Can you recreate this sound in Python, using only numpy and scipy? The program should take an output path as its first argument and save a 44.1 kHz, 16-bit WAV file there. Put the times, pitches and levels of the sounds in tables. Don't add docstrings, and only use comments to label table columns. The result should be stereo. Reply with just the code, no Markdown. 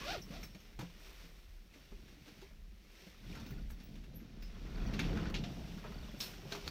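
import sys
import numpy as np
from scipy import signal
from scipy.fft import rfft, irfft
from scipy.io import wavfile
from scipy.ndimage import uniform_filter1d, map_coordinates

SR = 44100
rng = np.random.default_rng(int(sys.argv[2]) if len(sys.argv) > 2 else 0)


def invert_db(level):
    return 10 ** (np.asarray(level, dtype=float) / 20)


def store_wav(level_fs):
    pcm = np.round(np.clip(np.atleast_2d(level_fs), -1, 1) * 32767)
    wavfile.write(sys.argv[1], SR, pcm.T.astype(np.int16))


N = 295470
CLOTH_REST_DB = -85


def level(x, db=0):
    return x * invert_db(db) / np.sqrt(np.mean(x ** 2))


def curves(table):
    s, *columns = np.transpose(table)
    return [np.interp(np.arange(N) / SR, s, column) for column in columns]


def swells(table, rest_db):
    t = np.arange(0, N / SR + .002, .002)
    power = invert_db(2 * rest_db)
    for s, db, rise, fall in table:
        distance = np.maximum((s - t) / rise, (t - s) / fall)
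        power = power + invert_db(2 * db - 20 * distance)
    return np.interp(np.arange(N) / SR, t, np.sqrt(power))


def colour(x, points):
    hz, db = np.transpose(points)
    f = np.arange(x.shape[-1] // 2 + 1) * SR / x.shape[-1]
    gain = invert_db(np.interp(np.log(f + 1), np.log(hz), db))
    return irfft(rfft(x) * gain, x.shape[-1])


def ring(x, hz, width):
    return signal.lfilter(*signal.iirpeak(hz, hz / width, SR), x)


def body(x, modes):
    total = 0
    for k, (hz, width, db) in enumerate(modes):
        mode = ring(ring(x, hz, 1.4 * width), hz, 1.4 * width)
        total = total + (-1) ** k * invert_db(db) * level(mode)
    return level(total)


def walk(rate):
    hold = int(SR / rate)
    steps = np.repeat(rng.standard_normal(N // hold + 1), hold)
    return 1.06 * uniform_filter1d(uniform_filter1d(steps, hold), hold)[:N]


def grains(rate, spread_db):
    out = np.zeros(3 * N)
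    place = rng.integers(3 * N, size=int(3 * N * rate / SR))
    size_db = spread_db * np.minimum(rng.exponential(size=len(place)), 4)
    out[place] = rng.standard_normal(len(place)) * invert_db(size_db)
    return level(out.reshape(3, N))


def steady(x):
    envelope = uniform_filter1d(np.abs(signal.hilbert(x)), size=400)
    return level(x / (envelope + 0.52) ** 0.45)


def add(out, s, sound):
    i = max(int(s * SR), 0)
    out[..., i:i + sound.shape[-1]] += sound[..., :N - i]


def ports(x, lead_ms):
    i, half = np.arange(N), lead_ms * SR / 2000
    return np.array([map_coordinates(x, [i + half], order=3), map_coordinates(x, [i - half], order=3)])


def spread(x, shared):
    apart = np.sqrt(1 - shared ** 2)
    return x * np.array([[shared], [apart], [apart]])


# f/Hz, density/dB per Hz
AIR_COLOUR = [(150, -30), (250, -13), (292, -9.5), (330, -5.5), (380, -7.5), (831, -15), (1530, -16),
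              (1640, -12.5), (6940, -22.5), (7570, -28.5), (16000, -25)]


def still_air():
    return level(colour(rng.standard_normal((2, N)), AIR_COLOUR), -70.8)


def walls(x):
    t, t60 = np.arange(int(.5 * SR)) / SR, 0.12
    wash = rng.standard_normal((2, len(t))) * 0.0018 ** (t / t60) * np.clip(t / 0.001, 0, 1)
    wash /= np.sqrt(np.sum(wash ** 2, axis=1, keepdims=True))
    echo = signal.fftconvolve(x[None], wash, axes=1)[:, :N]
    return invert_db(-7) * colour(echo, [(130, -14), (500, 4.5), (16000, 3.5)])


# f/Hz, width/Hz, level/dB
CAR_MODES = [(35.9, 14, 4), (64, 29.6, -8)]
# t/s, peak level/dB, swell or fade by 10 dB/s
JOLTS = [(.05, -52, .3), (.4, -51, .2), (.8, -53, .3), (1.15, -56, .3), (1.51, -52, .2), (1.96, -49.5, .1),
         (2.63, -51.5, .27), (3.3, -52, .2), (3.65, -38.5, .13), (4.0, -49, .12), (4.14, -48, .07),
         (4.46, -45.5, .12), (4.83, -39, .22), (5.11, -38, .1), (5.3, -40, .2), (5.55, -48, .3),
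         (6.03, -47, .18), (6.36, -54, .08), (6.7, -47, .17)]


def car_sway():
    sway = swells([(s, db, span, span) for s, db, span in JOLTS], -64)
    return sway * steady(body(rng.standard_normal((3, N)), CAR_MODES))


# t/s, peak level/dB, swell by 10 dB/s, fade by 10 dB/s
WHISTLES = [
    (2.5, -67, .6, .04),
    (2.84, -71, .06, .3),
    (2.95, -70, .1, .15),
    (3.06, -68, .12, .1),
]
# t/s, peak level/dB, f/Hz, ring t60/s
FITTINGS = [(3.3, -57, 2500, .08), (3.353, -48, 1370, .1), (3.36, -53, 1500, .08), (3.703, -55, 1670, .05),
            (3.93, -50, 215, .3), (5.44, -49, 700, .2), (5.855, -48, 600, .12), (6.205, -43, 4300, .12),
            (6.206, -44, 3400, .09), (6.24, -50, 4250, .12), (3.375, -55, 900, .15), (3.46, -59, 2950, .08),
            (3.505, -59, 2400, .06), (4.78, -50, 1520, .05), (3.505, -53, 1440, .07),
            (3.58, -59, 1450, .08), (5.175, -47, 1500, 0.062), (5.225, -50, 3550, .12),
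            (5.257, -46, 1500, .07), (6.208, -46, 5290, .35), (.5, -66, 5500, .6), (6.521, -40, 1550, .05)]


def fittings():
    breath = ring(rng.standard_normal(N), 2200, 160)
    out = swells(WHISTLES, -100) * steady(level(breath))
    t = np.arange(8192) / SR
    for s, db, hz, t60 in FITTINGS:
        shape = np.minimum(t / 0.0018, 1) * 1e-3 ** (t / t60)
        add(out, s, invert_db(db) * shape * np.sin(2 * np.pi * hz * t))
    return out


# t/s, peak level/dB, f/Hz, ring t60/s
THUDS = [(.1, -43, 130, .06), (.18, -43, 115, .1), (0.278, -45, 185, 0.1), (0.305, -44, 215, 0.12),
         (0.553, -44, 190, 0.11), (0.793, -38.5, 127.7, 0.18), (0.828, -39, 173, 0.21),
         (1.242, -53.5, 170, 0.19), (1.759, -55.5, 275, 0.19), (1.922, -44.5, 221, 0.056),
         (2.09, -56, 350, .08), (2.17, -55, 290, .12), (2.278, -52, 300, 0.093), (2.422, -50, 382, 0.12),
         (3.07, -45, 190, 0.093), (3.269, -44, 124, 0.12), (3.519, -40, 133.5, 0.14),
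         (4.082, -48.5, 135, 0.13), (4.14, -47.5, 167.5, 0.22), (4.217, -46, 220, 0.11),
         (4.999, -35, 170, 0.2), (5.052, -35, 170, .15), (5.135, -34, 174, .25), (5.17, -34, 170, .15),
         (5.218, -38, 144, 0.13), (5.285, -38, 200, .1), (5.849, -42, 434, 0.085),
         (6.142, -42.5, 200, 0.13), (6.453, -41.5, 141, 0.13), (6.519, -46.5, 406, 0.43)]
# t/s, peak level/dB, f/Hz, ring t60/s
HOLLOW = [(.385, -48, 250, .08), (1.925, -49, 390, 0.08), (1.99, -57, 380, .08), (2.262, -57, 600, .06),
          (2.428, -49, 390, .1), (2.51, -59, 620, .1), (3.37, -55, 480, .1), (6.03, -52, 600, .07),
          (6.092, -51, 610, .05), (6.433, -48, 398, 0.07), (6.455, -53, 540, .12), (.56, -53, 620, .08),
          (3.075, -55, 620, .06)]


def thuds():
    out, t = np.zeros(N), np.arange(16384) / SR
    for s, db, hz, t60 in THUDS + HOLLOW:
        second, third = rng.random(2)
        phase = 2 * np.pi * hz * t
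        fade = 0.003 ** (t / max(t60, .02))
        tones = np.sin(phase)
        tones += .5 * np.sin((1.45 + 0.24 * second) * phase) * fade
        tones += 0.63 * np.sin((2.11 + 0.96 * third) * phase) * fade ** 2
        add(out, s - .003, invert_db(db) * np.minimum(t / 0.003, 1) * fade * tones)
    return out


# t/s, low ring level/dB, low ring f/Hz, high ring level/dB, high ring f/Hz
CHINKS = [(.216, -40, 5430, -51, 15600), (.218, -52, 6000, -58, 11800), (.407, -58, 5400, -60, 12100),
          (.4275, -40, 5400, -55, 11900), (.43, -50, 6200, -58, 13700), (.445, -55, 4900, -58, 15700),
          (.601, -60, 6380, -61, 11800), (3.3518, -54, 5400, -62, 11900), (3.458, -52, 5350, -52, 15700),
          (3.487, -60, 5860, -57, 11900), (3.503, -64, 6000, -50, 15340), (3.7045, -59, 5950, -61, 15600),
          (3.7154, -58, 5560, -62, 15700), (3.8324, -63, 5330, -48, 15700), (4.144, -70, 5770, -52, 11800),
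          (4.156, -72, 5770, -42, 11850), (4.422, -43, 5160, -57, 15200), (4.86, -46, 5660, -62, 15700),
          (6.206, -27, 5360, -56, 12600), (6.2354, -38, 5320, -55, 13000), (6.266, -44, 5350, -63, 13700)]


def chinks():
    out, t = np.zeros(N), np.arange(8192) / SR
    for s, low_db, low_hz, high_db, high_hz in CHINKS:
        rattle = rng.standard_normal(len(t)) * np.minimum(t / 0.002, 1)
        rattle *= np.exp(-t / .009) + 0.05 * np.exp(-t / 0.045)
        rings = [(low_db - 3.5, low_hz, 0.017), (high_db, min(high_hz, 15800), 0.019)]
        for db, hz, t60 in rings:
            width = np.log(1000) / np.pi / t60
            mode = ring(ring(rattle, hz, width), hz, 6 * width)
            add(out, s, mode * invert_db(db) / np.abs(mode).max())
    return out


def stroke(table, rough):
    hz, first_db, upper_db = curves(table)
    t = np.arange(N) / SR
    phase = 2 * np.pi * np.cumsum(hz * (1 + rough * walk(300))) / SR
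    partials = [(2, 1), (3, .5), (4, 0.23), (5, .4), (6, 0.25)]
    upper = sum(gain * np.sin(k * phase) for k, gain in partials)
    tone = 1.6 * (invert_db(first_db) * np.sin(phase) + invert_db(first_db + upper_db) * upper)
    tone = ports(tone, np.interp(t, [.045, .075], [.92, .1]))
    tone *= invert_db(3 * np.array([walk(90), walk(90)])) * np.clip(t / .012, .2, 1)
    dull = level(ring(rng.standard_normal((2, N)), 2200, 1300))
    bright = level(ring(rng.standard_normal((2, N)), 3900, 900))
    fast = np.clip((hz - 520) / 280, 0, 1)
    scrape = np.maximum(np.cos(phase), 0) ** 3 * ((1 - fast) * dull + 1.9 * fast * bright + .2)
    scrape = colour(scrape, [(5200, 0), (7500, -18), (12000, -12)])
    touching = np.clip((table[-1][0] - t) / .02, 0, 1) * (t >= table[0][0])
    return touching * (tone + 1.4 * invert_db(first_db + 1.5) * scrape)


# t/s, slip rate f/Hz, pressure level/dB, upper partials level/dB re the first
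RUB = [
    (0, 510.4, -58, 0),
    (.02, 536.5, -51, -2),
    (.06, 552, -48, -7),
    (.1, 770, -45, -6),
    (.12, 800, -50, -5),
    (.15, 680, -45, -9),
    (.17, 420, -50, -14),
    (.205, 270, -54, -20),
]
RUB_AGAIN = [
    (.285, 470, -70, -10),
    (.31, 530, -67, -10),
    (.342, 650, -59, -10),
    (.366, 700, -57, -10),
    (.39, 600, -66, -10),
    (.43, 560, -74, -10),
]


def strap():
    return stroke(RUB, .05) + stroke(RUB_AGAIN, .2)


# t/s, peak level/dB, swell by 10 dB/s, fade by 10 dB/s
MOVES = [(.13, -45, .25, .05), (.34, -53.5, .08, .15), (.66, -62, .15, .15), (.802, -56, .012, .11),
         (1.06, -57, .12, .1), (1.25, -58.5, .35, .09), (1.36, -66, .05, .7), (1.75, -63.5, .04, .9),
         (2.09, -63, .02, .05), (2.285, -60, .04, .05), (2.43, -62, .3, .1), (3.02, -58.5, .17, .22),
         (3.32, -56.5, .13, .3), (3.81, -62.5, .035, .12), (3.97, -66.5, .2, .12), (4.43, -66, .04, .2),
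         (4.88, -59, .28, .12), (5.55, -58, .2, 2.5), (6.06, -59, .08, .08), (6.27, -53, .1, .2),
         (6.53, -47.5, .04, .1), (6.64, -56, .1, .05), (6.68, -48, .03, .017)]


def body_moves():
    return swells(MOVES, CLOTH_REST_DB)


def creaks():
    spots = np.geomspace(1100, 4400, num=14) * (1 + .04 * rng.standard_normal(14))
    return level(sum(level(ring(ring(grains(40, 2.4), hz, 130), hz, 400)) for hz in spots))


# f/Hz, density/dB per Hz
WEAVE = [(470, -6), (800, -10), (921, -13.5), (1150, -15), (1600, -8), (2750, -2.5), (4970, -8.5),
         (5510, -4.5), (7500, -24.5), (9750, -46), (16500, -120)]
# f/Hz, density/dB per Hz
FIBRE = [(3820, -56), (6500, -15), (7790, -3), (9660, -4.5), (11400, -3.5), (15000, 3), (16000, -26.5)]
# t/s, peak level/dB, swell by 10 dB/s, fade by 10 dB/s
BRUSHES = [
    (4.94, -50, .01, .035),
    (5.0, -43.5, .012, .016),
    (5.04, -54, .03, .2),
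    (5.29, -55, .8, .012),
    (5.345, -44, .003, .05),
    (5.442, -51, .004, .08),
]
# t/s, peak level/dB, fade by 10 dB/s
FLICKS = [
    (.2, -70, .3),
    (.44, -60, .03),
    (3.71, -59, .02),
    (4.94, -69, .05),
    (1.0, -69, .4),
    (5.03, -69, .4),
    (6.21, -47.5, .06),
]
# t/s, peak level/dB, swell by 10 dB/s, fade by 10 dB/s
RATTLES = [
    (3.4, -64, .15, .25),
    (4.86, -61, .2, .1),
    (5.07, -55, .06, .15),
    (5.27, -59, .1, .05),
    (5.9, -62, .05, .25),
]


def cloth(moves):
    rustle = np.hypot(moves, swells(BRUSHES, CLOTH_REST_DB))
    flicks = swells([(s, db, .012, fall) for s, db, fall in FLICKS], -95)
    slips = grains(4000, 1.4) + .8 * rng.standard_normal((3, N))
    slips *= invert_db(1.2 + 0.5 * walk(18))
    snaps = creaks()
    weave = level(colour(slips, WEAVE)) + invert_db(-9) * snaps
    fibre_gain = np.hypot(flicks, invert_db(-72.5) * (moves / invert_db(-60)) ** .75)
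    return rustle * weave + swells(RATTLES, -100) * snaps + fibre_gain * level(colour(slips, FIBRE))


# f/Hz, width/Hz, level/dB
DOOR_MODES = [(61, 24, -8), (104, 35, -10), (135, 28, -5), (170, 24, -5), (212.2, 33.4, -3.5),
              (280.4, 52, -11)]
PANEL_MODES = [(326, 53, 0), (399.4, 63, -3), (521, 146, -3), (687, 95, -5.5), (846, 196, -5.5)]
TRACK_MODES = [(1100, 450, 0.5), (1400, 270, 0.5), (1800, 890, -0.5)]
# t/s, rolling level/dB
ROLLING = [(0, -40), (.03, -58), (.35, -51), (.58, -63), (1.6, -71), (2.1, -61), (2.7, -66), (3.11, -69),
           (3.3, -51), (3.52, -48), (3.7, -56), (4.2, -53), (4.5, -57), (4.79, -45.5), (5.15, -37.5),
           (5.55, -46.5), (6.3, -55), (6.47, -55)]


def doors(moves):
    door_db, = curves(ROLLING)
    load = np.interp(np.arange(N) / SR, [4.25, 4.55, 5.35, 5.55], [0, 1, 1, 0])
    panel_db = -13 + 4 * load
    grit_db = -68 + 13.5 * load
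    buzz = np.hypot(invert_db(door_db + panel_db), moves * invert_db(-7.5))
    scuff = np.hypot(invert_db(grit_db + .8 * (door_db + 38)), moves * invert_db(-14))
    bumps = grains(300, 2.03) + 0.82 * rng.standard_normal((3, N))
    grit = grains(500, 3.0) + 0.6 * rng.standard_normal((3, N))
    leaves = invert_db(door_db) * body(bumps, DOOR_MODES)
    panels = buzz * invert_db(2.0 + 1.13 * walk(24.99)) * body(bumps, PANEL_MODES)
    track = scuff * invert_db(3.0 + 2.3 * walk(30)) * body(grit, TRACK_MODES)
    return leaves, panels, track


# t/s, peak level/dB, centre f/Hz
TAPS = [(.409, -51, 2750), (.4299, -40, 2200), (.5482, -46.5, 2340), (.6025, -53, 2440), (.7294, -54, 2180),
        (.7913, -36.5, 1100), (.8092, -40.5, 988), (1.1986, -49, 1470), (1.739, -52, 2230),
        (1.92, -56, 1010), (2.0799, -53, 1540), (2.26, -54, 2100), (2.2798, -52, 1800), (2.38, -54, 2170),
        (2.4163, -47, 3200), (3.0696, -51, 2200), (3.3524, -43, 1330), (3.3994, -46, 4820),
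        (3.4642, -46.5, 2960), (3.5072, -48.5, 1440), (3.703, -46, 1670), (3.8009, -51, 3400),
        (3.9564, -50.5, 2970), (4.0394, -52.5, 2570), (4.136, -57, 2460), (4.2023, -53.5, 1680),
        (4.4253, -49, 2480)]
# t/s, peak level/dB, centre f/Hz, ring t60/s, broad share/0-1
CLACKS = [(4.938, -40, 3050, .17, .5), (4.9927, -27.5, 2480, .13, .45), (5.0416, -42.5, 2700, .15, .1),
          (5.1721, -44, 1500, .13, .23), (5.2559, -45, 1530, .17, .2), (5.2994, -39.5, 1180, .076, .7),
          (5.3422, -34.5, 3300, .19, .24), (5.439, -38.5, 3100, .082, .3), (5.7766, -47.5, 1250, .2, .6),
          (5.8408, -44, 1080, .16, .3), (5.862, -48, 1500, .12, .5), (5.9209, -46.5, 1130, .12, .55),
          (6.2037, -31.5, 4440, .21, .1), (6.2354, -41, 4220, .13, .6), (6.5214, -34, 3980, .12, .64),
          (6.552, -38, 1250, .1, .9), (6.6782, -34, 4200, .044, .98)]
# t/s, peak level/dB, centre f/Hz, length/s
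TICKS = [
    (5.1745, -38, 1530, 0.0015),
    (5.343, -34, 2700, 0.0012),
    (6.524, -29.5, 3900, 0.00076),
    (6.55, -39, 1250, 0.0012),
    (6.6782, -26, 4330, 0.00061),
]
# f/Hz, level/dB
CAPSULE = [(100, 11), (900, 4), (2500, 2.5), (4500, 1.5), (5400, -4), (6500, -1), (8000, -14.5),
           (11000, -13), (14000, -10), (17000, -24)]


def clacks():
    out, t = np.zeros((3, N)), np.arange(8192) / SR
    taps = [(s, db, hz, .12, .75) for s, db, hz in TAPS]
    for s, db, hz, t60, broad in taps + CLACKS:
        noise = rng.standard_normal((3, len(t)))
        burst = level(ring(noise, hz, 0.56 * hz)) * (1 - broad) + broad * noise
        contact = 0.27 * np.exp(-t / 0.0033)
        tail = .5 * 0.00049 ** (t / max(t60, .01))
        add(out, s - .001, burst * np.minimum(t / 0.001, 1) * (contact + tail) * invert_db(db))
    for s, db, hz, length in TICKS:
        tick = np.sin(2 * np.pi * hz * t) + 0.52 * rng.standard_normal((3, len(t)))
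        add(out, s, tick * np.exp(-t / max(length, .0002)) * invert_db(db))
    return colour(out, CAPSULE)


# t/s, left ahead of right/ms
LEAD = [
    (0, .48),
    (5.3, 0.47),
    (5.7, 0.025),
    (6.1, -0.14),
    (6.7, -0.15),
]


def scene():
    lead_ms, = curves(LEAD)
    moves = body_moves()
    leaves, panels, track = doors(moves)
    small = chinks() + thuds()
    rub, hits = strap(), clacks()
    wide = spread(car_sway() + leaves, 0.995) + spread(panels, 0.81)
    wide += spread(track + cloth(moves) + hits, 0.37)
    direct = ports(wide[0] + small, lead_ms) + wide[1:] + rub + ports(fittings(), lead_ms / 3)
    echo = walls(small + hits[0] + 0.93 * rub[0])
    return direct + echo + still_air()


def roll_off(x):
    return signal.sosfilt(signal.butter(12, 16610, fs=SR, output="sos"), x)


# f/Hz, left minus right level/dB
PORT_TILT = [(60, .5), (110, 1.5), (200, -1), (380, 0.5), (700, 1.5), (1290, 2.5), (2380, 2.5), (4400, 4.5),
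             (8120, 3.0), (15000, 1.5)]


def record(dry):
    left = colour(dry[0], [(hz + 20, db / 2) for hz, db in PORT_TILT])
    right = colour(dry[1], [(hz + 20, -db / 2) for hz, db in PORT_TILT])
    top = signal.ellip(8, .2, 60, 15850, fs=SR, output="sos")
    mix = signal.sosfilt(top, [left, right])
    return roll_off(mix)


dry = scene()
out = record(dry)
store_wav(out)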